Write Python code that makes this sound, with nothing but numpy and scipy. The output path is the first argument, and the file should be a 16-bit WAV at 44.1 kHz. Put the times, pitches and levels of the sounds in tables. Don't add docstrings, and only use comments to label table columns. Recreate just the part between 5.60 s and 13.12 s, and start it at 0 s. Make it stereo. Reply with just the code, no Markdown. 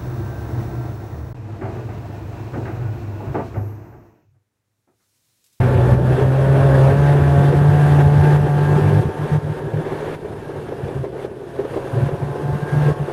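import sys
import numpy as np
from scipy import signal
from scipy.fft import rfft, irfft, next_fast_len
from scipy.io import wavfile
from scipy.ndimage import uniform_filter1d

SR = 44100
rng = np.random.default_rng(int(sys.argv[2]) if len(sys.argv) > 2 else 0)


def transcribe(signal):
    frames = np.atleast_2d(signal).T
    limited = np.clip(frames, -1, 1)
    pcm = np.round(limited * 32767).astype(np.int16)
    wavfile.write(sys.argv[1], SR, pcm)


N = 331808
TIME = np.arange(N) / SR

# time in seconds, firings per second.
FIRING_RATE = [(0, 126.2), (.27, 124.3), (.6, 130.1), (.88, 135.3), (1.08, 137), (1.22, 133.3),
               (1.43, 142.9), (1.64, 142.4), (1.76, 140.4), (2.18, 146.6), (2.47, 143.3), (2.68, 147.2),
               (2.92, 144.6), (3.12, 147.9), (3.8, 149.8), (4.17, 151.7), (4.35, 154.6), (4.7, 150.8),
               (5.35, 134.9), (6.28, 136.1), (6.55, 140.8), (7.22, 148), (7.35, 144.8), (7.52, 145.6)]
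# time in seconds, lugs passing the drive wheel per second.
LUG_RATE = [(0, 62.5), (.35, 66.7), (1.05, 70.5), (1.25, 69.7), (1.6, 79), (2.3, 87.7), (2.55, 93),
            (2.9, 95.5), (3.17, 100.5), (4.2, 111.5), (6.3, 117), (7.52, 129.5)]


def amp(db):
    return 10 ** (np.asarray(db) / 20)


def unit(x):
    return x / np.sqrt(np.mean(x ** 2) + 1e-20)


def curve(rows):
    return np.interp(TIME, *np.transpose(rows))


def spectrum(points, hz):
    f, value = np.transpose(points)
    return np.interp(np.log(hz + 1), np.log(f + 1), value)


def boost(hz, resonance):
    centre_hz, width_hz, db = resonance
    return 10 * np.log10(1 + amp(db) ** 2 / (1 + ((hz - centre_hz) / width_hz) ** 2) ** 2)


def wander(rate_hz):
    t = np.linspace(0, N / SR, 4096)
    hz = np.fft.rfftfreq(len(t), t[1])
    slow = irfft(rfft(rng.standard_normal(len(t))) / (1 + (hz / rate_hz) ** 4))
    return np.interp(TIME, t, unit(slow))


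def noise(colour, patchy_db, shared=1, size=512):
    # frequency in Hz, left-right likeness from 0 to 1.
    likeness = [(25, 0.34), (180, 0.62), (300, 0.94), (500, 0.83), (850, 0.8), (1400, 0.46), (2300, 0.11),
                (5000, 0), (12000, 0.033)]
    length = next_fast_len(N)
    hz = np.fft.rfftfreq(length, 1 / SR)
    white = signal.stft(rng.standard_normal((2, length)), nperseg=size)[2]
    patches = uniform_filter1d(rng.standard_normal(white.shape[1:]), size=9, axis=0)
    patches = unit(uniform_filter1d(patches, size=9, axis=1))
    mid, side = rfft(signal.istft(white * amp(patchy_db * patches), nperseg=size)[1][:, :length])
    same = np.clip(shared * spectrum(likeness, hz), -1, 1)
    mid, side = mid * np.sqrt(1 + same), side * np.sqrt(1 - same)
    return unit(irfft(np.array([mid + side, mid - side]) * amp(spectrum(colour, hz)), length)[:, :N])


def load(drift_share, release_s=0.011, undershoot=0.84, settle_s=0.097):
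    # time in seconds, load in dB.
    throttle = [(0, 1), (.4, -3), (.72, 0), (1, 2.5), (2.4, 0.9), (2.9, -1), (3.3, -1.7), (3.5, -6),
                (4.05, -9.5), (4.5, -9.5), (4.62, -11.5), (5, -10), (5.5, -14), (5.85, -14.5), (6.15, -6.5),
                (6.55, -9), (7, -6.5), (7.52, -7)]
    # start in seconds, crest in seconds, extra load in dB.
    drifts = [(0.172, .34, 3.5), (.45, 0.628, 3.5), (1.049, 1.311, 2), (1.4, 1.527, 2.5), (1.767, 1.9, 2),
              (2.108, 2.414, 2.5), (2.545, 2.764, 4), (2.97, 3.428, 3), (3.566, 3.768, 5), (3.88, 3.994, 3),
              (4.1, 4.55, 4), (5.1, 5.449, 3), (5.546, 5.659, 5.5), (6.295, 6.489, 2.5), (7.08, 7.313, 6)]
    total = curve(throttle)
    for start, crest, db in drifts:
        climb = np.clip((TIME - start) / (crest - start), 0, 1) ** 0.57
        past = np.maximum(TIME - crest, 0)
        held = np.exp(-past / release_s)
        lull = undershoot * (1 - held) * np.exp(-past / settle_s)
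        total += drift_share * db * (climb * held - lull)
    return total


def wind(gust_db=2, thud_db=-4):
    # time in seconds, level in dB.
    head_wind = [(0, -19), (.35, -20), (.9, -23), (2, -21), (3.4, -22), (4, -28.5), (4.7, -23.5),
                 (5.8, -31), (6.4, -24), (6.7, -26), (7.52, -22.5)]
    # start in seconds, relative peak in dB, rise in seconds.
    puffs = [(.08, -20, .024), (.565, -15.5, 0.039), (1.17, -16, .02), (1.89, -15, 0.032),
             (2.75, -18, 0.014), (2.86, -13.5, .008), (3.12, -15, 0.0097), (3.3, -18, .025),
             (3.428, -14, .007), (3.486, -17, 0.0098), (4.257, -16, 0.016), (4.32, -14, 0.0082),
             (4.43, -18, .012), (4.52, -13, 0.0064), (4.644, -16.5, 0.011), (4.89, -16.5, 0.015),
             (4.958, -17.5, .011), (5.118, -16.5, 0.0098), (5.193, -22, 0.012), (5.275, -18.5, .011),
             (5.435, -16, 0.018), (5.643, -14, 0.0067), (5.986, -14, .013), (6.045, -15.5, 0.0084),
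             (6.135, -15.5, 0.00902), (6.16, -12.5, .015), (6.485, -12.5, 0.0081), (6.62, -16.5, 0.0051),
             (6.75, -20, .015), (7.26, -17, 0.029), (7.478, -15, 0.019)]
    # frequency in Hz, relative level in dB.
    buffet_colour = [(20, -21), (40, -19), (62, -9.5), (95, 4), (130, -2), (180, -3.5), (260, -14),
                     (500, -84), (1200, -58)]
    flutter_colour = [(120, -33), (250, -18), (335, -4), (400, 1), (480, -3.5), (600, -12), (800, -20),
                      (1400, -29), (4000, -46), (15000, -90)]
    puff = np.zeros(N)
    for start, peak_db, rise_s in puffs:
        age = np.maximum(TIME - start + 0.0028, 0) / rise_s
        puff += amp(peak_db - 4.5) * age ** 2 * np.exp(2 - 2 * age)
    gusts = amp(curve(head_wind) + gust_db * wander(19))
    buffet = gusts * noise(buffet_colour, patchy_db=-3.5, shared=1.23)
    thud = amp(thud_db) * puff * noise(buffet_colour, patchy_db=-8, shared=0)
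    return buffet + thud, puff * noise(flutter_colour, patchy_db=-1.5, shared=0.16)


def snow_hiss(firings, load_db, shake_db, db_per_doubling=3, cruise_hz=90):
    # frequency in Hz, relative level in dB.
    colour = [(800, 3), (3000, 8.5), (4500, 2.5), (5800, -0.5), (7400, -2.5), (9000, -1), (10800, -1.5),
              (12500, -7), (14000, -12), (15700, -27)]
    pace_db = db_per_doubling * np.log2(curve(LUG_RATE) / cruise_hz)
    level = amp(-42 + 0.84 * load_db + pace_db + 0.53 * shake_db)
    throb = unit(1 + 0.067 * np.cos(2 * np.pi * firings))
    return level * throb * noise(colour, patchy_db=1)


def ski_scrapes(grain_db=3):
    # start in seconds, end in seconds, level in dB.
    scrapes = [(0.01, .35, -36.5), (.57, .635, -41), (3.576, 3.777, -41), (4.247, 4.555, -36.5),
               (4.94, 4.989, -44), (5.077, 5.096, -35.5), (5.282, 5.291, -45), (5.585, 5.659, -40),
               (5.96, 5.968, -37), (6.138, 6.179, -38.5), (6.485, 6.5, -34.5)]
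    # frequency in Hz, relative level in dB.
    colour = [(400, 5), (900, 3.5), (1180, 5.5), (1450, -12), (1730, -1.5), (1950, -4), (2150, 1.5),
              (2700, -14), (3350, -7.5), (5000, -25), (11000, -33), (16000, -45)]
    gain = np.zeros(N)
    for start, end, db in scrapes:
        gain[(TIME > start) & (TIME < end)] = amp(db)
    grains = unit(amp(grain_db * np.tanh(wander(130))))
    return uniform_filter1d(gain, 220) * grains * noise(colour, patchy_db=3)


def rumble(load_db, jolt_db=2):
    # frequency in Hz, relative level in dB.
    colour = [(25, -29), (60, -8.5), (130, -5), (240, -9.5), (310, -5), (390, 3.5), (470, -2.5), (620, -10),
              (850, -14.5), (1300, -26.5), (4000, -51), (15000, -80)]
    return amp(-25.5 + 0.49 * load_db + jolt_db * wander(17)) * noise(colour, patchy_db=0)


def track(turn_waver=0.19, slap_db=-17):
    # centre in seconds, half length in seconds, boost in dB.
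    bites = [(.3, 0.16, 8.5), (1.702, 0.049, 12.5), (3.33, 0.21, 14), (4.25, 0.37, 8), (6.403, 0.11, 6.5),
             (7.25, 0.18, 6.5)]
    phase = 2 * np.pi * np.cumsum(curve(LUG_RATE)) / SR + turn_waver * wander(12)
    slap = sum(np.cos(k * phase + 2 * np.pi * rng.random()) for k in range(2, 6))
    bite_db = sum(db * np.exp(-((TIME - centre) / half_s) ** 2) for centre, half_s, db in bites)
    level = amp(-30 + bite_db + 2.8 * wander(9.7))
    return level * np.sqrt(2) * (np.cos(phase) + amp(slap_db) * slap)


def chain(load_db, cycles_per_lug=8.5, waver_db=4.5):
    # frequency in Hz, width in Hz, boost in dB.
    case_modes = [(559, 21, 11.5), (593.6, 10, 8), (764.8, 51.3, 4)]
    hz = cycles_per_lug * curve(LUG_RATE)
    phase = 2 * np.pi * np.cumsum(hz) / SR + 0.54 * wander(25)
    db = -42.5 + 0.7 * load_db + sum(boost(hz, mode) for mode in case_modes)
    return amp(db + waver_db * wander(34)) * np.sqrt(2) * np.cos([phase + 0.32, phase - 0.2])


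def fan(firings, load_db, cycles_per_firing=11, waver_db=2, rasp=0.23):
    shroud = (1616, 7.5, 15.5)
    phase = 2 * np.pi * cycles_per_firing * firings + 0.2 * wander(30)
    db = -53 + 0.35 * load_db + boost(cycles_per_firing * curve(FIRING_RATE), shroud)
    level = amp(db + waver_db * wander(40)) * (1 + rasp * np.cos(np.pi * firings))
    return level * np.sqrt(2) * np.cos([phase + 0.21, phase - 0.25])


def clatter(firings, load_db, shake_db):
    # frequency in Hz, relative level in dB.
    colour = [(150, 2.5), (500, -1.5), (800, 5.5), (1090, 1), (1350, -0.5), (1580, 4.5), (1830, -0.5),
              (2000, -7), (2350, -6), (2700, -6), (3000, -15), (3400, -11.5), (4600, -31.5), (8000, -48),
              (15000, -60)]
    throb = unit(1 + 0.075 * np.cos(2 * np.pi * firings) + 0.091 * np.cos(np.pi * firings))
    return amp(-31.5 + 0.98 * load_db + shake_db) * throb * noise(colour, patchy_db=1.8)


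def cowling(firings, load_db, uneven_db=-6, waver_db=1.96, spread_rad_per_khz=0.19):
    # frequency in Hz, width in Hz, level in dB.
    resonances = [(256, 97, -37), (390, 35, -33), (544.4, 24, -28.5), (702, 46, -32), (874, 55, -36),
                  (1104, 96, -44.5), (1346, 140, -49.5), (1590, 140, -49), (1764, 123, -47.5)]
    firing_hz = curve(FIRING_RATE)[::64]
    tones = np.zeros((2, N))
    for order in range(3, 31):
        hz = firing_hz * order / 2
        power = sum(amp(db) ** 2 / (1 + ((hz - f) / width) ** 2) ** 2 for f, width, db in resonances)
        floor = amp(-39) ** 2 / (1 + (hz / 480) ** 3)
        level = np.interp(TIME, TIME[::64], np.sqrt(power + floor))
        level *= amp(uneven_db * (order % 2) + waver_db * wander(8.8))
        phase = np.pi * order * firings + 2 * np.pi * rng.random() + 0.081 * wander(29)
        offset = spread_rad_per_khz * hz.mean() / 1000 * (-1) ** (order // 2)
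        tones += level * np.cos([phase + offset, phase - offset])
    return np.sqrt(2) * amp(0.5 + 0.99 * load_db) * tones


def exhaust(firings, load_db, flutter_db=1, lag_rad=0.04, sway_rad=0.015):
    offset = lag_rad + sway_rad * wander(30)
    phase = 2 * np.pi * firings
    level = amp(-14 + 0.83 * load_db + flutter_db * wander(17.4))
    return level * np.sqrt(2) * np.cos([phase - offset, phase + offset])


def coasting(start_s=4.54, end_s=6.3, sink_db=-7):
    shut = (TIME > start_s) & (TIME < end_s)
    return amp(sink_db * uniform_filter1d(shut.astype(float), 3000))


def surging(bass, thin_db=-17):
    # start in seconds, end in seconds, gain in dB.
    surges = [(-.05, .56, -0.5), (0.566, 0.603, -9), (0.612, 1.92, -0.5), (1.937, 2.864, 1),
              (2.887, 3.416, -0.5), (3.452, 3.489, -3), (3.591, 3.659, -2), (3.719, 3.789, 3),
              (3.829, 3.928, -1.5), (4.038, 4.076, -3), (4.136, 4.209, -1.5), (4.945, 4.975, -10),
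              (5.226, 5.265, -1.5), (5.355, 5.434, -2.5), (6.335, 6.48, -1), (6.522, 6.552, -2.5),
              (6.614, 6.723, -2.5), (6.823, 6.98, -1), (7.019, 7.045, -1), (7.126, 7.325, 1.5),
              (7.397, 7.446, -3.5)]
    gain = np.full(N, amp(thin_db))
    for start, end, db in surges:
        gain[(TIME > start) & (TIME < end)] = amp(db)
    return bass * uniform_filter1d(uniform_filter1d(gain, 400), 400)


def narrowed(stereo):
    # time in seconds, frequency in Hz below which the sound is central.
    central_below = [(3.5, 10), (3.54, 410), (4.2, 10.9), (4.52, 390), (4.56, 1057), (7.52, 1030)]
    hz, t, side = signal.stft((stereo[0] - stereo[1]) / 2, SR, nperseg=1024)
    edge_hz = np.interp(t, *np.transpose(central_below))
    ratio = (hz[:, None] / edge_hz) ** 12
    side = signal.istft(side * ratio / (1 + ratio), SR, nperseg=1024)[1][:N]
    return stereo.mean(axis=0) + np.array([side, -side])


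def scene():
    firings = np.cumsum(curve(FIRING_RATE) * (1 + 0.0012 * wander(14.04))) / SR
    load_db = load(drift_share=1)
    pull_db = load(drift_share=0.81)
    buffet, flutter = wind()
    bass = surging(exhaust(firings, pull_db) + track() + buffet)
    tones = coasting() * (cowling(firings, pull_db) + fan(firings, pull_db) + chain(pull_db))
    shake_db = 1.13 * wander(42)
    ride = rumble(load_db) + clatter(firings, load_db, shake_db) + snow_hiss(firings, load_db, shake_db)
    lean_left = amp([[0.35], [-0.35]])
    return narrowed((bass + tones) * lean_left + ride + flutter + ski_scrapes())


def record(dry, ceiling=0.98, edge_hz=15700):
    # frequency in Hz, width in Hz.
    port_dips = [(2500, 50), (7520, 74)]
    dry = dry * np.minimum(np.minimum(TIME, TIME[::-1]) / 0.003, 1)
    for hz, width in port_dips:
        dry = signal.lfilter(*signal.iirnotch(hz, hz / width, fs=SR), dry)
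    dry = dry / (1 + (dry / ceiling) ** 8) ** (1 / 8)
    lowpass = signal.firwin(511, edge_hz, window=("kaiser", 9), fs=SR)
    return signal.oaconvolve(dry, lowpass[None], "same")


dry = scene()
out = record(dry)
transcribe(out)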